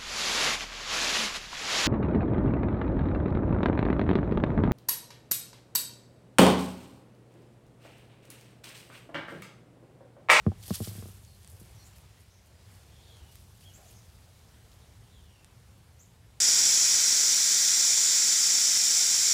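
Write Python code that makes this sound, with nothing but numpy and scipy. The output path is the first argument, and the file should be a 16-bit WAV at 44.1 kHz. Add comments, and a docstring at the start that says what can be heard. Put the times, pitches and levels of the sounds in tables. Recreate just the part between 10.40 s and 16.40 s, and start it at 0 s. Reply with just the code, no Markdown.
"""A tuber knocks into a hollow plastic tub and bounces to rest, over distant traffic rumble and a soft outdoor hiss.
Hands work loose garden soil among dry stems: leaves rustle, small stems snap, and far birds chirp and whistle.
Tub blows are pulses through decaying modes; leaves and air are shaped noise; snaps are clicks with a short ring;
soil pushes are dull sine thuds with a noise puff; bird notes are fluttering glides with a noise-tail echo."""
import sys
import numpy as np
from scipy import signal
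from scipy.fft import rfft, irfft, next_fast_len
from scipy.io import wavfile
from scipy.ndimage import uniform_filter1d, map_coordinates

SR = 44100
rng = np.random.default_rng(int(sys.argv[2]) if len(sys.argv) > 2 else 0)


def to_wav(s):
    """Save 16-bit WAV."""
    ch = np.atleast_2d(s).T  # columns
    pcm = np.round(np.clip(ch, -1, 1) * 32767)  # PCM
    wavfile.write(sys.argv[1], SR, pcm.astype(np.int16))


N = 264688
T = np.arange(N) / SR  # seconds


def amp(db):
    """Decibels to gain."""
    return 10 ** (np.asarray(db) / 20)


def unit(x):
    """Scaled to rms 1."""
    return x / np.sqrt(np.mean(x ** 2) + 1e-20)


def along(rows):
    """A (seconds, value) curve at every sample."""
    return np.interp(T, *np.transpose(rows))


def wobble(rate):
    """A smooth random curve, rate knots a second."""
    knots = rng.standard_normal(int(N * rate / SR) + 4)
    return map_coordinates(knots, [T * rate])


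def add_at(out, s, sound):
    """Mix a sound into out, starting at s seconds."""
    out[round(s * SR):][:len(sound)] += sound


def filtered(x, response):
    """x times a response of frequency."""
    size = next_fast_len(N + 8192)
    hz = np.fft.rfftfreq(size, 1 / SR)
    return irfft(rfft(x, size) * response(hz), size)[:N]


def coloured(x, spectrum):
    """x through (Hz, dB) points on a log axis, rms 1."""
    f, db = np.transpose(spectrum)
    return unit(filtered(x, lambda hz: amp(np.interp(np.log(hz + 1), np.log(f), db))))


def patched(x, patchy_db, window, bins, frames):
    """x with random patches of gain, smoothed over bins of frequency and frames of time."""
    z = signal.stft(x, nperseg=window)[2]
    field = uniform_filter1d(rng.standard_normal(z.shape), bins, 0)
    field = uniform_filter1d(field, frames, 1)
    return signal.istft(z * amp(patchy_db * unit(field)), nperseg=window)[1][:N]


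def patchy(patchy_db):
    """White noise with random patches of gain in time and frequency."""
    return patched(rng.standard_normal(N), patchy_db, window=512, bins=6, frames=12)


# Loudness of far traffic. Each row: time in seconds, rumble level in dB.
RUMBLE_LEVEL = [(0.0, -52.5), (0.5, -52), (1.0, -56), (1.4, -54), (1.94, -58.5), (2.31, -54.5), (2.7, -57),
                (3.0, -54.5), (3.6, -55), (4.01, -56.5), (4.61, -53), (4.98, -57), (5.43, -55),
                (6.0, -56.5)]
# Tone of the traffic. Each row: frequency in Hz, relative level in dB per Hz.
RUMBLE_TONE = [(15, -50), (25, -60), (41, -5), (65, 4), (108, 4.5), (141, -4.5), (184, -7), (289, -20),
               (360, -39), (400, -15.5), (520, -26), (880, -120)]
# Loudness of air and foliage. Each row: time in seconds, hiss level in dB.
HISS_LEVEL = [(0.0, -62.5), (0.55, -61), (0.9, -65.5), (1.3, -62), (1.94, -65), (2.76, -62.5), (3.05, -64),
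              (3.46, -63.5), (4.01, -64), (5.2, -65), (6.0, -64.5)]
# Tone of air and foliage. Each row: frequency in Hz, relative level in dB per Hz.
HISS_TONE = [(150, -48), (250, -9.5), (360, 0), (421, -10), (459, -2.5), (527, -3.5), (813, -4),
             (1250, -8.5), (2990, -10.5), (8460, -16), (15800, -27.5)]


def background():
    """Far traffic rumble that wavers, and a smooth hiss of air and foliage: two bands of shaped noise."""
    rumble_gain = amp(along(RUMBLE_LEVEL) + 0.5 * wobble(6))
    rumble = rumble_gain * coloured(patchy(patchy_db=0.5), RUMBLE_TONE)
    hiss_gain = amp(along(HISS_LEVEL) + 0.9 * wobble(3.5))
    hiss = hiss_gain * coloured(patchy(patchy_db=1.2), HISS_TONE)
    return rumble + hiss


# Thin rising "tsip" calls. Each row: start in seconds, top pitch in Hz, level in dB.
TSIP_CALLS = [(1.44, 7650, -62), (3.335, 7440, -59), (3.455, 7230, -64.5), (5.59, 7260, -60)]
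TSIP_S, TSIP_HOARSE_HZ = 0.048, 1555
TSIP_START, TSIP_MIDDLE = 0.85, 0.96  # pitches as shares of the top
# Falling whistles. Each row: start in seconds, length in seconds, start pitch in Hz, end pitch in Hz,
# level in dB, hoarseness in Hz.
FALLING_WHISTLES = [(2.596, 0.25, 4540, 3930, -71, 910), (2.629, .16, 3750, 3190, -65, 479),
                    (2.759, .19, 3150, 2845, -72, 351), (4.696, .12, 3710, 3130, -69, 257),
                    (4.709, .25, 4090, 3010, -73.5, 303), (4.83, 0.24, 3060, 2595, -72.5, 220)]
WHISTLE_SAG = 0.55  # share of the fall done by the middle
# Short, nearly level chirps. Each row: start in seconds, length in seconds, middle pitch in Hz, level in dB,
# hoarseness in Hz.
LEVEL_CHIRPS = [(0.868, 0.095, 4280, -70, 506), (1.354, 0.095, 5720, -67, 720),
                (1.39, .052, 4360, -66, 500), (1.902, .1, 5860, -70.5, 1830), (2.143, 0.13, 4950, -75, 503),
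                (2.52, 0.14, 3360, -69.5, 600), (3.538, 0.069, 6280, -65.5, 1200),
                (3.56, .05, 5190, -69, 600), (4.41, 0.043, 3670, -70, 600)]
CHIRP_DROOP = 0.0183  # pitch starts this share above the middle and ends this share below it
# Arched calls, one high and one low. Each row: start in seconds, length in seconds, top pitch in Hz,
# arch depth as a share of the top, level in dB.
ARCHED_CALLS = [(3.226, .09, 3325, .2, -62), (3.36, .14, 679, 0.075, -65.5)]
ARCH_HOARSE_HZ = 301.6


def songs():
    """Every note as (start s, length s, start Hz, middle Hz, end Hz, dB, hoarseness Hz)."""
    notes = []
    for s, hz, db in TSIP_CALLS:
        notes.append((s, TSIP_S, TSIP_START * hz, TSIP_MIDDLE * hz, hz, db, TSIP_HOARSE_HZ))
    for s, length, start, end, db, hoarse in FALLING_WHISTLES:
        middle = start + WHISTLE_SAG * (end - start)
        notes.append((s, length, start, middle, end, db, hoarse))
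    for s, length, hz, db, hoarse in LEVEL_CHIRPS:
        notes.append((s, length, hz * (1 + CHIRP_DROOP), hz, hz * (1 - CHIRP_DROOP), db, hoarse))
    for s, length, top, arch, db in ARCHED_CALLS:
        foot = top * (1 - arch)
        notes.append((s, length, foot, top, foot, db, ARCH_HOARSE_HZ))
    return notes


def birds(notes, echo_db=-5, overtone_db=-12):
    """Gliding notes blurred by a fast flutter of phase and strength, with a weak octave and an echo off the trees."""
    out = np.zeros(N + SR)
    for s, length, start_hz, middle_hz, end_hz, db, hoarse_hz in notes:
        u = np.linspace(0, 1, int(length * SR))  # progress through the note
        glide = np.polyval(np.polyfit([0, 0.5, 1], [start_hz, middle_hz, end_hz], 2), u)
        knots = rng.standard_normal((2, 600))
        at = u * length * np.clip(hoarse_hz, 20, 2500)
        flutter = map_coordinates(knots[0], [at]) + 1j * map_coordinates(knots[1], [at])
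        turn = np.exp(2j * np.pi * np.cumsum(glide) / SR)
        # the steady 0.33 keeps some clear pitch; squaring the turn gives the octave
        note = np.real((0.33 + flutter) * (turn + amp(overtone_db) * turn ** 2))
        envelope = np.sin(np.pi * u) ** 0.22
        add_at(out, s, amp(db) * unit(note) * envelope)
    t = np.arange(SR // 3) / SR
    tail = rng.standard_normal(len(t)) * amp(-60 * t / 0.41)  # falls 60 dB in 0.41 s
    echo = signal.fftconvolve(out, tail / np.linalg.norm(tail))[:len(out)]
    return (out + amp(echo_db) * echo)[:N]


# Fingers pushing into the soil. Each row: start in seconds, level in dB, pitch in Hz.
SOIL_PUSHES = [(1.121, -45.5, 94), (1.354, -46, 97), (2.812, -45.5, 71), (3.251, -48.5, 91.5)]


def soil():
    """Soft earth does not ring: each push is a dull thud with a puff of crumbs."""
    out, t = np.zeros(N + SR), np.arange(SR // 10) / SR
    puff_band = signal.butter(2, [200, 750], "band", fs=SR, output="sos")
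    puffs = signal.sosfilt(puff_band, rng.standard_normal((len(SOIL_PUSHES), len(t))))
    swell = t / 0.013 * np.exp(1 - t / 0.014)
    for (s, db, hz), puff in zip(SOIL_PUSHES, puffs):
        thud = np.sin(2 * np.pi * hz * t)
        add_at(out, s, amp(db) * swell * (thud + amp(-23.0) * unit(puff)))
    return out[:N]


def crackle(patchy_db):
    """Dense tiny grains of uneven size and pitch over a steady bed of noise."""
    sizes = amp(np.clip(4 * rng.standard_normal(N), -20, 11))
    sizes = sizes * (rng.random(N) < 0.1)  # one sample in ten carries a grain
    grains = unit(sizes * rng.standard_normal(N)) + 1.06 * rng.standard_normal(N)
    return patched(grains, patchy_db, window=128, bins=4, frames=3)


# Hands moving among the leaves. Each row: time in seconds, rustle level in dB,
# share of fine bright crumbling from 0 to 1.
HAND_EFFORT = [(0.0, -92, .55), (0.212, -61.5, 0.6), (0.268, -55, 0.26), (0.4, -47.5, 0.75),
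               (0.55, -51, 0.51), (0.72, -60, 0.63), (0.856, -64.5, .55), (1.302, -64.5, 0.42),
               (1.7, -70.5, 0.2), (2.06, -74.5, .3), (2.4, -69.5, 0.2), (3.4, -64.5, 0.47),
               (3.68, -67, 0.37), (4.62, -71.5, 0.4), (6.0, -75, 0.9)]
# Quick brushes through the leaves. Each row: time of the crest in seconds, level in dB, rise in ms, fall in ms,
# share of fine bright crumbling from 0 to 1.
LEAF_BRUSHES = [(0.229, -54, 3, 28, .2), (0.266, -55, 12, 13, 1), (.282, -52.5, 2, 17, 0.5),
                (0.302, -48.5, 4.7, 8.9, 0), (0.353, -39.5, 18, 12, 0.3), (.425, -51, 4, 12, 0.6),
                (0.451, -44, 12, 15.4, 0), (.485, -55, 19, 7.5, 0.4), (.68, -63, 8.6, 7.5, 0.9),
                (1.101, -60, 4, 18, 1), (1.2, -59.5, 3.7, 17, 1), (1.47, -67, 19, 15, 0.5),
                (1.565, -65, 8.7, 24, 0.8), (1.61, -71, 6, 7, .8), (1.81, -67, 11, 13, 1),
                (2.07, -70, 19, 11, 0.6), (2.33, -69.5, 28, 92, 0.86), (2.92, -63, 6.2, 44, 0.4),
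                (3.01, -68, 11, 15, 0.6), (3.21, -68, 8, 24, 0.7), (3.52, -66, 30, 11, .6),
                (4.32, -66, 8, 19, 0)]
# Tone of the leaf crunch. Each row: frequency in Hz, relative level in dB per Hz.
CRUNCH_TONE = [(590, -45), (1000, -10), (2640, -4), (3360, 2), (3860, -1), (4440, 2), (7550, -3),
               (11600, -8), (15800, -9)]
# Tone of the fine crumbling. Each row: frequency in Hz, relative level in dB per Hz.
CRUMBLE_TONE = [(3000, -24), (6000, -7), (8500, 0.5), (11000, 0.5), (14000, -2.5), (15800, -17.5)]


def leaves():
    """Leaves crunch and soil crumbles, two colours of crackle as loud as the hand moves."""
    s, db, share = np.transpose(HAND_EFFORT)
    effort = amp(np.interp(T, s, db))
    fine_share = np.clip(np.interp(T, s, share), 0, 1)
    coarse = effort * np.sqrt(1 - fine_share)
    fine = effort * np.sqrt(fine_share)
    for s, db, rise_ms, fall_ms, share in LEAF_BRUSHES:
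        u = (T - s) * 1000  # ms from the crest
        stroke = amp(db) * np.exp(-np.where(u < 0, (u / rise_ms) ** 2, u / fall_ms))
        coarse = coarse + stroke * np.sqrt(np.clip(1 - share, 0, 1))
        fine = fine + stroke * np.sqrt(np.clip(share, 0, 1))
    crunch = coarse * amp(1.47 * wobble(40)) * coloured(crackle(patchy_db=2.0), CRUNCH_TONE)
    crumble = fine * amp(0.6 * wobble(65)) * coloured(crackle(patchy_db=2.0), CRUMBLE_TONE)
    return crunch + crumble


TICK_OVER_DB, TICK_SPREAD_DB = 10, 3  # level over the brush, random scatter
TICK_HZ, TICK_CLICK_DB = 10700, -10  # typical centre, click relative to the ring


def ticks(count=3):
    """Twigs ticking as the hand brushes past: faint random snaps with the columns of STEM_SNAPS."""
    chance = rng.standard_normal((len(LEAF_BRUSHES), count, 3))
    found = []
    for (s, db, _, fall_ms, _), rows in zip(LEAF_BRUSHES, chance):
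        for delay, loudness, pitch in rows:
            start = s + abs(delay) * fall_ms / 1000
            level = db + TICK_OVER_DB + TICK_SPREAD_DB * loudness
            found.append((start, level, TICK_HZ * 1.15 ** pitch, TICK_CLICK_DB))
    return found


# Stems snapping. Each row: start in seconds, level in dB, ring centre in Hz,
# broad click in dB relative to the ring.
STEM_SNAPS = [(.266, -41, 11800, -12), (.28, -29.5, 11500, -19), (0.345, -27, 7200, -12),
              (.366, -30.5, 4900, -15), (.393, -39, 9200, -12), (.424, -36, 10500, -9),
              (0.448, -35, 4500, -6), (.49, -34, 14500, -12), (.85, -43, 6740, -9), (1.032, -46, 9400, -11),
              (1.047, -39.5, 9050, 6), (1.076, -35.5, 9540, -2), (1.103, -42, 10500, -14),
              (1.117, -42, 10500, -14), (1.168, -48, 10800, -12), (1.26, -46, 10500, -5),
              (1.584, -43, 11500, 2), (2.77, -45, 10000, 1), (2.956, -37, 12900, 4.5),
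              (3.51, -46, 10500, -6), (5.046, -38.5, 9300, 7)]
RING_MS, RING_MS_PER_DB = 2.2, -0.1  # 60 dB decay at a click of 0 dB; a cleaner break rings shorter


def stems():
    """Each snap is a broad click with a brief ring."""
    out, t = np.zeros(N + SR), np.arange(256) / SR
    click = np.exp(-t / 0.00004) - 0.39 * np.exp(-t / 0.00016)
    for s, db, hz, click_db in STEM_SNAPS + ticks():
        ring_ms = np.clip(RING_MS + RING_MS_PER_DB * click_db, 0.5, 5)
        ring = amp(-60000 * t / ring_ms) * np.sin(2 * np.pi * hz * t)
        add_at(out, s, amp(db) * (ring + amp(click_db) * click))
    return out[:N]


# The tuber lands hard and rocks over onto a second contact. Each row: start in seconds, blow in dB,
# boom of the low modes in dB, body modes in dB, contact in ms, free ringing in ms,
# rock-over blow in dB, rock-over boom in dB.
HARD_LANDINGS = [(0.0653, -20, 4.5, 0.5, 0.27, 37, -16.5, -4.5),
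                 (0.3066, -23, -1.5, 5.5, 0.32, 22, -39.5, 11.5),
                 (0.404, -24, 3.5, -6.5, 1.13, 29, -27, -14), (0.581, -38, 7, 1.5, 1.9, 57, -44, 3)]
ROCK_S, ROCK_MS = 0.013, 2.43  # delay and contact of the rock-over
# Light touches and small hops. Each row: start in seconds, blow in dB, contact in ms.
LIGHT_HOPS = [(0.055, -39, 2.4), (0.141, -51, 2.3), (0.474, -32, .78), (.513, -40.5, 0.69),
              (0.553, -41, 0.79), (.625, -38.5, 0.39), (0.657, -39.5, 0.46), (0.687, -44, 1.5),
              (0.719, -55, 2.1), (1.214, -46, 0.97)]
HOP_BOOM_DB, HOP_BODY_DB, HOP_FREE_MS = 2.5, -3, 44
# Glancing taps on the rim. Each row: start in seconds, blow in dB.
GLANCING_TAPS = [(0.118, -35.5), (0.284, -45.5)]
RIM_BOOM_DB, RIM_BODY_DB, RIM_DB = -4, -6, 17  # low modes, body modes, rim mode
RIM_MS, RIM_FREE_MS = 0.59, 19  # contact, free ringing


def contacts():
    """Every touch as (start s, blow dB, boom dB, body dB, rim mode dB, contact ms, free ringing ms)."""
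    touches = []
    for s, db, boom, body, contact_ms, free_ms, rock_db, rock_boom in HARD_LANDINGS:
        touches.append((s, db, boom, body, 0, contact_ms, free_ms))
        # the rock-over is damped at the same moment as the landing
        touches.append((s + ROCK_S, rock_db, rock_boom, 0, 0, ROCK_MS, free_ms - 1000 * ROCK_S))
    for s, db, contact_ms in LIGHT_HOPS:
        touches.append((s, db, HOP_BOOM_DB, HOP_BODY_DB, 0, contact_ms, HOP_FREE_MS))
    for s, db in GLANCING_TAPS:
        touches.append((s, db, RIM_BOOM_DB, RIM_BODY_DB, RIM_DB, RIM_MS, RIM_FREE_MS))
    return touches


# Ringing modes of the plastic tub. Each row: frequency in Hz, relative level in dB, 60 dB decay in seconds.
TUB_MODES = [(96.6, -1.5, 0.15), (125, -5.5, 0.075), (182.5, 0.5, 0.088), (238, -6, 0.063),
             (360.4, -11.5, 0.058), (458, -6, 0.032), (617, -7, 0.022), (770, -18.5, 0.041),
             (1078, -13, 0.024), (1200, -23, 0.034), (1660, -21, 0.02), (2080, -45, .015), (3300, -38, .01)]


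def tub():
    """Each bounce pushes the wall with a smooth pulse: a long soft contact leaves the high modes unrung."""
    out, t = np.zeros(N + SR), np.arange(SR // 4) / SR
    hz, level_db, t60 = np.transpose(TUB_MODES)[:, :, None]
    ring = amp(-60 * t / t60) * np.sin(2 * np.pi * hz * t)
    touches = contacts()
    scatter = rng.standard_normal((len(touches), len(TUB_MODES)))
    for (s, db, boom_db, body_db, rim_db, contact_ms, free_ms), chance in zip(touches, scatter):
        strength = amp(db + level_db[:, 0] + 2 * chance)
        # where the blow lands decides which modes it drives
        strength[:4] *= amp([boom_db, boom_db, body_db, body_db])
        strength[1:3] *= -1  # these two modes bulge inward where the others bulge out
        strength[7] *= amp(rim_db)
        u = t[:SR // 50] * 6000 / np.clip(contact_ms, 0.1, 8)
        push = u * np.exp(-u)
        struck = np.convolve(strength @ ring, push / push.sum())[:len(t)]
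        # the tuber settles against the wall again and damps it, by 900 dB a second
        damping = amp(-900 * np.clip(t - free_ms / 1000, 0, None))
        add_at(out, s, damping * struck)
    # the knocks lose their lowest rumble: little passes below about 74 Hz
    return signal.sosfilt(signal.butter(6, 74, "high", fs=SR, output="sos"), out[:N])


def scene():
    """All sources summed at one microphone."""
    return (background() + birds(songs()) + soil() + leaves() + stems() + tub())[None]


TOP_HZ = 15830


def record(dry):
    """A sharp band limit: nothing passes from TOP_HZ up."""
    return filtered(dry[0], lambda hz: hz < TOP_HZ)[None]


dry = scene()
out = record(dry)
to_wav(out)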